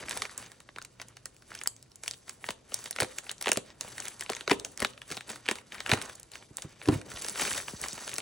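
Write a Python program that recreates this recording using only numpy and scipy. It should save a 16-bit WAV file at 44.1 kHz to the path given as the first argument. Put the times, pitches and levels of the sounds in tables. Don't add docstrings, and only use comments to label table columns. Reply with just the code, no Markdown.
import sys
import numpy as np
from scipy import signal
from scipy.fft import rfft, irfft, next_fast_len
from scipy.io import wavfile
from scipy.ndimage import uniform_filter1d

SR = 44100
rng = np.random.default_rng(int(sys.argv[2]) if len(sys.argv) > 2 else 0)


def voltage_ratio(level):
    return 10 ** (np.asarray(level, float) / 20)


def put_to_file(sound):
    columns = np.atleast_2d(sound).T
    safe = np.clip(columns, -1, 1)
    whole_steps = np.round(safe * 32767)
    wavfile.write(sys.argv[1], SR, whole_steps.astype(np.int16))


N = 362281

# (pitch [Hz], level per Hz [dB])
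AIR = [(30, 20.5), (60, 14.5), (120, 14), (400, 6), (850, -6), (2200, -21), (4900, -10.5), (7300, -13),
       (10000, -25), (13000, -46), (16000, -6)]
# (time [s], held [s], rustle level [dB], fine part [dB])
MOVES = [(.0, 0.12, -48, -3), (0.132, 0.075, -47, 2), (0.299, 0.16, -54, 0), (1.0, 0.12, -64, -20),
         (1.505, 0.075, -56.5, 3), (2.036, 0.12, -66.5, 11.5), (2.28, 0.028, -61.5, 5.5),
         (2.432, 0.038, -56, 5.5), (2.71, 0.16, -57.5, 6), (2.96, 0.2, -56.5, 1), (3.25, 0.033, -54.5, 1),
         (3.41, 0.023, -58, 6), (3.57, 0.13, -58.5, -2), (3.828, 0.26, -53.5, 3.5),
         (4.198, 0.2, -55.5, 1.5), (4.5, 0.2, -62.5, 2), (4.658, 0.065, -63.5, 9), (4.79, 0.073, -54, 2.5),
         (5.093, 0.035, -52, 5.5), (5.287, 0.026, -48, -1), (5.46, 0.094, -53, -3), (5.73, 0.064, -51, -2),
         (5.891, 0.093, -42, -8), (6.04, 0.065, -52, -1), (6.33, 0.063, -56.5, 0), (6.559, 0.17, -60, 0),
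         (6.81, 0.016, -55, 2), (6.86, 0.092, -51, 0), (7.112, 0.2, -49, 5), (7.24, 0.35, -49.5, 1.5),
         (7.38, 0.19, -44, 8), (7.66, 0.088, -55, 7), (7.81, 0.37, -49.5, 5.5)]
# (pitch [Hz], level [dB])
PAPER = [(60, -24), (230, -9.5), (400, 1.5), (1100, -3.5), (2000, 3.5), (3300, -1.5), (5200, 2.5),
         (7500, 3.5), (10000, 9), (12500, -12), (15500, 3)]
# (time [s], peak [dB], bright
# share [dB])
TICKS = [(.0839, -23, -14), (.1098, -21, -3), (.1203, -28, -2), (.1733, -18.5, -1.5),
         (.2202, -13, -10.5), (.2392, -29, -13), (.2526, -24.5, -30), (.3782, -28, 8), (.4268, -49, -23),
         (.5176, -33.5, -3), (.6031, -33, -4.5), (.6893, -31.5, -32), (.7612, -25, -33),
         (.7848, -30, -6), (.8164, -27.5, -14), (.8241, -35, 3), (.8489, -28, -2), (.9989, -25, -31),
         (1.0158, -23, -5.5), (1.0845, -40, 3), (1.1691, -30, -7), (1.2568, -23.5, -1.5),
         (1.422, -39, -9),
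         (1.5047, -35, -61), (1.5507, -22.5, -1.5), (1.6141, -26, -16), (1.636, -40.5, 20),
            (1.6597, -30.5, -12), (1.6747, -34, 17), (1.827, -44, 9), (1.9575, -49.5, 14.5),
            (2.0357, -23.5, -5.5), (2.0605, -29, -5), (2.0795, -19.5, 2.5), (2.111, -27.5, 0.5),
            (2.2801, -33.5, -20), (2.2943, -22, -2), (2.4418, -27, -36), (2.4884, -14.5, -24),
            (2.5058, -19.5, -3.5), (2.7198, -27.5, -61), (2.7425, -17.5, 3.5), (2.841, -27.5, 1),
            (2.858, -22, -5.5), (2.8749, -31, -16), (2.9097, -21, 1),
         (3.266, -30, -13), (3.3142, -21.5, -1), (3.412, -19.5, -1.5), (3.425, -21, -1.5),
           (3.878, -28.5, -47), (3.9808, -22, -7), (4.0541, -24, -3), (4.0822, -21.5, -1.5),
           (4.2093, -19.5, -2), (4.224, -51, -16), (4.262, -42, -1), (4.319, -24.5, -5), (4.333, -24, -6),
           (4.3665, -23.5, -8), (4.598, -29.5, -1.2), (4.6485, -20, -2.5), (4.7754, -26, -1),
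           (4.977, -32.5, -16), (5.0173, -25.5, -11), (5.2082, -27, -8), (5.3588, -27.5, -12),
           (5.463, -26, -14), (5.5558, -27, -2.5), (5.585, -28.5, -15), (5.7215, -27, -10),
           (5.745, -26, -14), (6.0155, -18.5, -6.5),
         (6.0954, -26, -15), (6.1529, -48, 15), (6.3173, -47, 11), (6.355, -27, -7.5),
            (6.4248, -32.5, -26), (6.198, -35.5, 6.5), (6.5703, -37, 12.5), (6.583, -23, -15),
            (6.6238, -30.5, -5), (6.8257, -37, -33), (6.8576, -30.5, -7), (6.94, -24.5, -4),
            (7.0146, -30.5, -7), (7.1162, -25.5, -13), (7.1718, -25.5, -13), (7.2212, -26, -4)]
# (time [s], peak [dB], bright share [dB], pouch boom [dB])
SLITTING = [(2.962, -18.5, -11, -14), (2.9858, -17, -22, -11), (3.0024, -8.5, -4.5, -7),
            (3.008, -18, 3.5, -4.5), (3.0208, -13, -11, -4), (3.0302, -15, -5, -2), (3.045, -21, -12, -1.5),
            (3.185, -16.5, -1.5, -17.5), (3.2933, -26, -14, -12), (3.459, -19, -7, -34),
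            (3.4703, -13, -37, 3.5), (3.4814, -15, -11, -24), (3.4898, -14.5, -5.5, 0),
            (3.5175, -5, -3, -13.5), (3.531, -25, 8, -19), (3.5726, -14.5, -1.5, 3),
            (3.8102, -18.5, -2, -13.5), (4.0022, -22, -0.5, -8.5), (4.299, -14.5, -7, 0),
            (4.409, -25, -5.5, -5)]
# (time [s], peak [dB], bright share [dB], pouch boom [dB])
JERKING = [(4.4769, -12.5, -24, -4), (4.497, -11.5, -18, -9), (4.502, -26, -17, -17), (4.507, -14, -28, -1),
           (4.5118, -4.5, -27, -3), (4.515, -11, -30, 5), (4.53, -19.5, -6, -2), (4.5307, -25, -18, -14),
           (4.8028, -17.5, -1.7, -10), (4.82, -13, -14, -13), (4.8256, -16.5, -7, -5),
           (4.8476, -10, -9.5, -8.5), (5.103, -24.5, -9.5, -5), (5.1159, -26, -2.5, -14),
           (5.1211, -19, -4.5, -26), (5.1694, -23.5, -1.5, -0.5), (5.3021, -24.5, -18, -0.5),
           (5.4871, -8.5, -11, -10.5), (5.4966, -21, -12, -16), (5.5122, -11, -6.5, -7.5),
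           (5.804, -22, -8, -18), (5.862, -16.5, -18, -26.5), (5.8938, -13.5, -10.5, -4),
           (5.9, -15.5, -18, -10.5), (5.916, -2.5, -22, -14), (5.9342, -6, -7, -1.5),
           (6.8864, -17.5, -7, 6)]
# (time [s], peak [dB], bright share [dB])
OPENING = [(7.2464, -20, -2), (7.2642, -35, 6), (7.2844, -20, -1), (7.3569, -27, -19), (7.3759, -33, -13),
           (7.3965, -15, -21), (7.4123, -17.5, 1), (7.4187, -12.5, -13), (7.435, -22, 1),
           (7.4775, -18.5, -4), (7.5134, -18, -23), (7.5503, -24, -12), (7.5785, -29, -9),
           (7.5795, -22, -12), (7.6817, -21, -19), (7.8153, -41, 19), (7.8386, -20.5, -26),
           (7.8848, -32.5, 12), (7.9302, -33, 9), (7.9776, -26, -27), (8.0774, -21.5, -6),
           (8.0935, -24.5, -2.5), (8.1401, -28.5, 5), (8.1829, -15.5, -1.5)]
# (time [s], peak [dB], pitch
# [Hz])
POPS = [(0.0276, -28, 1580), (0.0369, -28, 1610), (0.1275, -26, 1800), (0.0945, -30, 4040),
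        (0.1004, -28, 3940), (0.1284, -31, 4350), (0.1665, -25.5, 530), (0.2526, -22.5, 2750),
        (0.1668, -26, 5000), (0.2946, -29.5, 2300), (0.3677, -41, 2720), (0.3959, -34, 6300),
        (0.4265, -31.5, 1430), (0.4625, -32, 5600), (0.1105, -17, 3500), (0.6888, -33, 1320),
        (0.7738, -36, 950), (0.7845, -21, 1700), (1.0242, -37, 2640), (1.3653, -35.5, 6480),
        (1.5171, -27.5, 1560), (1.541, -32, 4400), (1.5749, -31, 3080), (1.5894, -26, 6480),
        (1.6137, -24, 2280), (1.6738, -3, 8630), (1.7645, -31, 8000), (1.6355, -35, 1500),
        (1.9174, -36, 5440), (2.9105, -29, 1920), (2.1362, -26, 4770), (2.141, -31, 4580),
        (3.0205, -18, 805), (2.3085, -36, 4430), (2.4414, -20.5, 2000), (2.1105, -16.5, 5200),
        (2.4648, -28, 3250), (2.0787, -10.5, 4500), (2.7323, -41, 6810), (2.7423, -19.5, 6200),
        (2.7902, -26, 6200), (2.928, -25, 4880), (3.0135, -21, 3500), (3.1813, -28, 5200),
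        (3.2945, -15, 3660),
        (3.3082, -24, 2300), (3.381, -32, 5970), (3.4416, -25, 2800), (3.4456, -25, 2120),
             (3.4815, -12, 1720), (3.491, -16, 3480), (3.559, -21, 2760), (3.565, -26, 4420),
             (3.7031, -32.5, 2880), (3.8458, -30, 635), (3.4595, -18, 1800), (3.9984, -26.5, 1670),
             (4.0224, -29, 2750), (4.0477, -30, 1620), (4.064, -27, 3500), (4.0714, -27, 2580),
             (4.1954, -23, 8100), (3.472, -22.5, 400), (4.4775, -18, 794), (4.223, -24, 2600),
             (4.2619, -24.5, 2720), (4.294, -18, 1950), (4.3227, -24, 3520), (4.35, -20, 5550),
             (4.5255, -19, 1780), (4.5974, -21, 6460), (4.8475, -15, 3550), (4.7948, -23, 3820),
             (4.835, -26, 1120), (4.8698, -29, 6550), (5.9153, -6.5, 4140), (4.935, -33.5, 3750),
             (5.4885, -19.5, 807), (5.1141, -18, 3730), (5.1455, -27, 3500), (5.1745, -20, 3570),
             (5.935, -15, 4230), (4.8215, -20, 424), (5.2922, -25.5, 3660), (5.3311, -28, 1880),
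             (5.4575, -27, 2600), (5.4797, -18, 3230), (5.5055, -26, 3600), (5.7506, -29, 2810),
             (5.7818, -30, 2710), (5.805, -19, 2980),
        (6.0017, -32, 1610), (5.923, -21, 450), (6.054, -28.5, 6430), (6.156, -30, 6890),
             (6.2307, -27, 7600), (6.317, -27.5, 7700), (6.3358, -30, 4100), (6.621, -18, 7140),
             (6.8157, -26, 2160), (6.8562, -28.5, 2910), (6.8755, -23, 6000), (6.888, -25, 725),
             (7.1615, -24, 3470), (7.2645, -30, 1800), (7.2643, -25, 6600), (7.2809, -24, 4800),
             (7.376, -24, 3500), (7.401, -25, 4800), (7.4077, -19, 3050), (7.4118, -26, 2207),
             (7.4348, -23, 7000), (7.4517, -17, 2360), (7.4716, -23, 2670), (7.5088, -20, 2980),
             (7.531, -18, 7420), (7.536, -20, 3200), (7.547, -25, 3400), (7.571, -23, 2360),
             (7.5781, -19, 5400), (7.601, -22.5, 2215), (7.6819, -19, 1760), (7.4005, -19, 7500),
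             (7.831, -23, 4290), (7.836, -31, 2320), (7.8595, -24, 1810), (7.4195, -22, 7500),
             (7.924, -27, 5110), (7.935, -32, 6520), (7.941, -32, 8600), (8.0091, -29, 8000),
             (7.5255, -25, 3500), (8.0866, -25, 5250), (8.1154, -23, 4000), (8.1331, -20.5, 2730),
             (8.157, -23, 6780), (8.1631, -19, 4370), (8.2026, -24, 2590), (4.477, -14.5, 4850),
             (4.515, -7, 5370), (4.5117, -21, 2580), (1.6594, -24, 2100)]
# (time [s], peak [dB], pitch 10 ms later [Hz])
BUCKLES = [
    (7.7345, -34, 126.4),
    (2.487, -34.5, 262),
    (.03, -44, 57),
    (7.93, -43.5, 120),
    (7.14, -39, 46),
    (7.82, -45, 57),
]
# (time [s], peak [dB], deep part [dB], favoured pitch [Hz])
THUMPS = [(3.02, -25.5, -10.5, 420), (3.463, -40, -13, 368), (3.57, -27, -13, 360), (4.296, -33, -26, 300),
          (4.512, -12.5, -45, 286), (4.819, -25, -21, 405), (5.112, -31.5, -11.5, 250),
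          (5.509, -36.5, -12, 293), (5.925, -18.5, -3, 400), (6.507, -45, -0.5, 300),
          (6.646, -33.5, -4, 308), (6.875, -23.5, -9, 300), (6.886, -8, -12.5, 316),
          (6.924, -18.5, -7, 248), (6.954, -27.5, 0.5, 240)]
# (pitch [Hz], level [dB], time to fall 60 dB [s])
DESK = [(52, -36, 0.07), (100, -7.5, 0.11), (137.3, 0, 0.08), (200, -41, 0.091), (244, -3, 0.1),
        (294.5, 4, 0.065), (371.6, -3, 0.1), (500, -16, 0.029), (795, 7, 0.018)]
# (pitch [Hz], time to fall 60 dB [s])
ROOM = [(300, 0.47), (1500, 0.15), (6000, 0.27), (14000, 0.057)]
# (pitch [Hz], phase [radians])
PORT_LEAD = [(0, 0), (300, .15), (650, .75), (1000, .3), (3600, .3), (5080, .9), (7320, -.7), (11300, -2.7),
             (12700, -2.8), (13800, -3.6), (15500, -3.8)]

AIR_DB, HUM_DB, HUM_HZ = -62.5, -66, 120
RISE_DB_PER_S, FALL_DB_PER_S = 358, 149
RESTING_DB, RESTING_FINE_DB = -70, 1
RUMBLE_DB, JOLT_RUMBLE_DB, JOLT_FALL_DB_PER_S = -5.5, -34.5, 64
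CROWD_DB, CROWD_SPREAD_DB, CROWD_BRIGHT_DB = 7.5, 1.5, -9.5
CLUMP_S = .008
TICK_BOOM_DB, BOOM_PER_DULL = -22, .3
OPEN_BOOM_DB = -9
PATCH_DB = 1.3
FAVOUR_DB_PER_OCTAVE = 13
SWAY_DB = .7
TOP_HZ = 16150


def rms_one(x):
    return x / np.sqrt(np.mean(x ** 2) + 1e-20)


def at_hz(points, hz):
    points = np.array(points)
    return np.interp(np.log(hz), np.log(points[:, 0]), points[:, 1])


def drift(rate):
    r = np.exp(-80 * np.pi * rate / SR)
    coarse = rng.standard_normal(N // 40 + 2002)
    slow = signal.lfilter([1], [1, -2 * r, r * r], coarse)[2000:]
    return np.interp(np.arange(N) / 40, np.arange(len(slow)), rms_one(slow))


def ring(clicks, hz, t60):
    r, w = voltage_ratio(-60 / (t60 * SR)), 2 * np.pi * hz / SR
    poles = np.convolve([1, -2 * r * np.cos(w), r * r], [1, -np.exp(-w / 2)])
    return signal.lfilter([0, np.sin(w), -np.sin(w)], poles, clicks + 1e-18)


def by_zone(hz, low, middle, high):
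    to_mid = np.clip(np.log2(hz / 650), 0, 1)
    to_high = np.clip(np.log2(hz / 3200), 0, 1)
    return low + (middle - low) * to_mid + (high - middle) * to_high


def air():
    hz = np.maximum(np.fft.rfftfreq(N, 1 / SR), 1)
    spectra = rfft(rng.standard_normal((3, N))) * voltage_ratio(at_hz(AIR, hz))
    shared, left, right = rms_one(irfft(spectra, N))
    phase = 2 * np.pi * HUM_HZ * np.arange(N) / SR + 1.5 * drift(5)
    hum = voltage_ratio(HUM_DB + 4 * drift(5)) * np.sin(phase)
    return voltage_ratio(AIR_DB) * shared + hum, voltage_ratio(AIR_DB + 4.0) * np.array([left, right])


def swells(time, start, held, level_db, rise, fall, resting_db):
    early = np.maximum(start[:, None] - time, 0)
    late = np.maximum(time - (start + held)[:, None], 0)
    each_db = level_db[:, None] - rise * early - fall * late
    return 10 * np.log10(voltage_ratio(2 * each_db).sum(axis=0) + voltage_ratio(2 * resting_db))


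def handling():
    time = np.arange(0, N / SR, .005)
    s, held, level_db, fine_db = np.transpose(MOVES)
    middle = swells(time, s, held, level_db, RISE_DB_PER_S, FALL_DB_PER_S, RESTING_DB)
    high = swells(time, s, held, level_db + fine_db, RISE_DB_PER_S, FALL_DB_PER_S,
                  RESTING_DB + RESTING_FINE_DB)
    jolt_s, jolt_db = np.transpose(THUMPS)[:2]
    low = swells(time, jolt_s, 0, jolt_db + JOLT_RUMBLE_DB, RISE_DB_PER_S, JOLT_FALL_DB_PER_S,
                 middle + RUMBLE_DB)
    return time, middle, high, low


def all_creases(count):
    ticks = np.array(TICKS)
    ticks = np.column_stack([ticks, TICK_BOOM_DB - BOOM_PER_DULL * ticks[:, 2]])
    pulls = np.column_stack([OPENING, np.full(len(OPENING), OPEN_BOOM_DB)])
    time, middle, _, _ = handling()
    latest_s = N / SR - .01
    s = rng.uniform(0, latest_s, count)
    size = rng.exponential(1, count)
    colour = rng.standard_normal((2, count))
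    clump_start = np.repeat(s[::3], 3)[:count]
    s = clump_start + CLUMP_S * rng.exponential(1, count) * (np.arange(count) % 3)
    s = np.minimum(s, latest_s)
    peak_db = np.interp(s, time, middle) + CROWD_DB + CROWD_SPREAD_DB * np.minimum(size, 2)
    crowd = np.column_stack([s, peak_db, CROWD_BRIGHT_DB + 9 * colour[0], -9 + 6 * colour[1]])
    return np.vstack([ticks, SLITTING, JERKING, pulls, crowd])


def strain(flips, before_s, after_s):
    s, peak_db = flips[:, :2].T
    load = np.zeros(N)
    load[(s * SR).astype(int)] = voltage_ratio(peak_db)
    around = np.arange(-3000, 3001) / SR
    shape = np.where(around < 0, .4 * np.exp(around / before_s), np.exp(-around / after_s))
    return np.abs(signal.fftconvolve(load, shape, "same"))


def rustle(flips, per_s, size_db, clump_db, cycles, strain_db):
    s, middle, high, low = handling()
    time = np.arange(0, N, 32) / SR
    loaded = voltage_ratio(strain_db) * strain(flips, before_s=.004, after_s=.01)
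    born = rng.random(N) < per_s * voltage_ratio(clump_db * drift(30)) / SR
    sizes = born * voltage_ratio(size_db * np.minimum(rng.exponential(1, N), 4.0)) * rng.choice([-1, 1], N)
    pitches, out = np.geomspace(65, 15800, 24), np.zeros(N)
    centre = rng.uniform(-3, 27, N)
    patches = [drift(14)[::32] for _ in range(9)]
    for k, hz in enumerate(pitches):
        grains = ring(sizes * (np.abs(centre - k) < 2), hz, 0.0015 + cycles / hz)
        grains = rms_one(ring(grains, hz, 5 / hz))
        patch_db = PATCH_DB * (patches[k // 3] + patches[(k + 1) // 3])
        level_db = np.interp(time, s, by_zone(hz, low, middle, high)) - 8.0 + patch_db
        level = np.repeat(voltage_ratio(level_db), 32)[:N]
        out += grains * (level + loaded * (hz > 500)) * voltage_ratio(0.39 * at_hz(PAPER, hz))
    return out


def pops(trim_db, fade_db_per_octave, cycles, shortest_s):
    s, peak_db, hz = np.array(POPS).T[:, :, None, None]
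    luck = rng.standard_normal((len(s), 3, 11, 1))
    octaves = np.linspace(-1.6, 1.6, 11)[:, None] + .1 * luck[:, 0]
    near = np.minimum(hz * 2 ** octaves, 15500)
    age = np.maximum(np.arange(600) / SR - 1 / near - .0002 * np.abs(luck[:, 2]), 0)
    fade_db = fade_db_per_octave * np.abs(octaves) + 60 * age / (shortest_s + cycles / near)
    gain = voltage_ratio(4.5 * luck[:, 1] - fade_db)
    signs = (-1.) ** np.arange(11)[:, None]
    waves = np.sum(gain * np.sin(2 * np.pi * near * age) * signs, axis=1)
    waves *= voltage_ratio(peak_db[:, 0] + trim_db) / np.abs(waves).max(axis=1, keepdims=True)
    out = np.zeros(N + 600)
    np.add.at(out, (s[:, 0] * SR).astype(int) + np.arange(600), waves)
    return out[:N]


def buckles(rise_s, t60):
    age, out = np.arange(1, SR // 8) / SR, np.zeros(N + SR)
    for s, peak_db, hz in BUCKLES:
        wave = np.sin(2 * np.pi * hz * .01 * np.log(age / .001 + 1))
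        swell = voltage_ratio(peak_db + 7.5 - 60 * age / t60) * (1 - np.exp(-age / rise_s))
        out[int(s * SR):][:len(age)] += swell * wave
    return out[:N]


def snaps(flips, cycles, shortest_s, spread_db, wave_lag_s, smear_s, after_db):
    s, peak_db, bright_db, boom_db = flips.T
    dull_db = 10 * np.log10(np.clip(1 - voltage_ratio(2 * bright_db), .01, 1))
    pitches, out = np.geomspace(230, 15800, 30), np.zeros(N)
    luck = rng.standard_normal((len(s), 3, 3, len(pitches)))
    luck[:, 1, 2] = luck[:, 1, 2, :1] * (-1.) ** np.arange(len(pitches))
    luck[:, :, 0] -= luck[:, :, 0].mean(axis=-1, keepdims=True)
    slips = [(-.0009, -21, 4.4), (0, -2.5, .7), (.0018, after_db, 10)]   # (delay [s], level [dB], looseness)
    for k, hz in enumerate(pitches):
        level_db = peak_db - 7.5 + by_zone(hz, boom_db, dull_db, bright_db) + at_hz(PAPER, hz)
        clicks = np.zeros(N)
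        for slip, (late_s, slip_db, loose) in enumerate(slips):
            late = late_s + wave_lag_s * 1000 / hz + smear_s * loose * luck[:, slip, 1, k]
            at = np.clip(((s + late) * SR).astype(int), 0, N - 1)
            height = voltage_ratio(level_db + slip_db + spread_db * luck[:, slip, 0, k])
            np.add.at(clicks, at, height * np.sign(luck[:, slip, 2, k]))
        out += ring(clicks, hz, shortest_s + cycles / hz)
    return out


def thumps(spread_db, detune, rise_s, scuff_db):
    hz, level_db, t60 = np.transpose(DESK)[:, :, None]
    age, out = np.arange(SR // 4) / SR, np.zeros(N + SR)
    dull = signal.butter(2, [70, 900], "band", fs=SR, output="sos")
    for s, peak_db, deep_db, favoured_hz in THUMPS:
        luck = rng.standard_normal((3, len(DESK), 1))
        away_db = -FAVOUR_DB_PER_OCTAVE * np.abs(np.log2(hz / favoured_hz))
        tilt_db = np.where(hz < 170, deep_db + 9.5, away_db)
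        gain = voltage_ratio(level_db + tilt_db + spread_db * luck[0] - 60 * age / np.clip(t60, .02, .2))
        phase = 2 * np.pi * hz * (1 + detune * luck[1]) * age + luck[2]
        modes = np.sum(gain * np.sin(phase), axis=0)
        scuff = signal.sosfilt(dull, rng.standard_normal(len(age))) * voltage_ratio(scuff_db - 60 * age / 0.12)
        soft_start = 1 - np.exp(-age / rise_s)
        out[int(s * SR):][:len(age)] += voltage_ratio(peak_db - 5.5) * (modes + scuff) * soft_start
    return out[:N]


def room(near_db, near_t60_s):
    age = np.arange(SR // 2) / SR
    white, tail = rng.standard_normal((3, len(age))), 0
    edges = 40 * 2. ** np.arange(10)
    for low, high in zip(edges, edges[1:]):
        octave = signal.butter(2, [low, high], "band", fs=SR, output="sos")
        tail = tail + signal.sosfilt(octave, white) * voltage_ratio(-60 * age / at_hz(ROOM, 1.4 * low))
    scatter = white * voltage_ratio(near_db - 60 * age / near_t60_s)
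    tail = (tail + scatter) * np.clip(age / 0.0046 - .3, 0, 1)
    return tail / np.sqrt(np.sum(tail[0] ** 2))


def ports(x):
    size = next_fast_len(N + 4096)
    hz, lead = np.transpose(PORT_LEAD)
    half = np.interp(np.fft.rfftfreq(size, 1 / SR), hz, lead) / 2
    return irfft(rfft(x, size) * np.exp(1j * half * [[1], [-1]]), size)[:, :N]


def top_gate(x, bands):
    hz, time, frames = signal.stft(x.mean(axis=0), SR, nperseg=512)
    shut = np.zeros(frames.shape, bool)
    for low_hz, high_hz, rise_db in bands:
        inside = (hz > low_hz) & (hz < high_hz)
        level_db = 10 * np.log10(np.mean(np.abs(frames[inside]) ** 2, axis=0) + 1e-20)
        chance = np.interp(time * SR, np.arange(N), drift(4))
        shut[inside] |= level_db - uniform_filter1d(level_db, size=40) + 4 * chance < rise_db
    return x - signal.istft(frames * shut, SR, nperseg=512)[1][:N]


def scene():
    shared, own = air()
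    flips = all_creases(count=480)
    grains = rustle(flips, per_s=9000, size_db=2.2, clump_db=3.0, cycles=3.5, strain_db=-36.0)
    popping = pops(trim_db=-4.0, fade_db_per_octave=12.0, cycles=4.2, shortest_s=0.0037)
    buckling = buckles(rise_s=0.0037, t60=0.051)
    creases = snaps(flips, cycles=5.0, shortest_s=.0015, spread_db=4.0, wave_lag_s=.001,
                    smear_s=.00007, after_db=-10)
    no_bass = signal.butter(2, 190, "high", fs=SR, output="sos")
    creases = signal.sosfilt(no_bass, creases)
    jolts = thumps(spread_db=2.0, detune=0.047, rise_s=0.0019, scuff_db=-1.0)
    close = creases + grains + jolts + popping + buckling

    echoes = room(near_db=3.5, near_t60_s=0.05)
    wet = signal.fftconvolve(close[None], echoes, axes=1)[:, :N]
    between = signal.butter(2, [350, 7000], "band", fs=SR, output="sos")
    apart = signal.sosfilt(between, voltage_ratio(-12.0) * wet[1:] + own)
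    sway = voltage_ratio(SWAY_DB * drift(40) * [[1], [-1]])
    return ports(close + shared + voltage_ratio(-20.5) * wet[0]) * sway + apart


def roll_off(x):
    return signal.sosfilt(signal.butter(12, 17150, fs=SR, output="sos"), x)


def record(dry):
    firm = signal.sosfilt(signal.butter(4, 42, "high", fs=SR, output="sos"), dry)
    firm = signal.sosfilt(signal.cheby2(14, 40, TOP_HZ, fs=SR, output="sos"), firm)
    firm = top_gate(firm, [(10400, 13800, -2), (11000, 13800, 3), (12000, 13800, 4),
                           (13800, 14800, 2), (13800, SR / 2, -2)])
    return roll_off(firm)


dry = scene()
out = record(dry)
put_to_file(out)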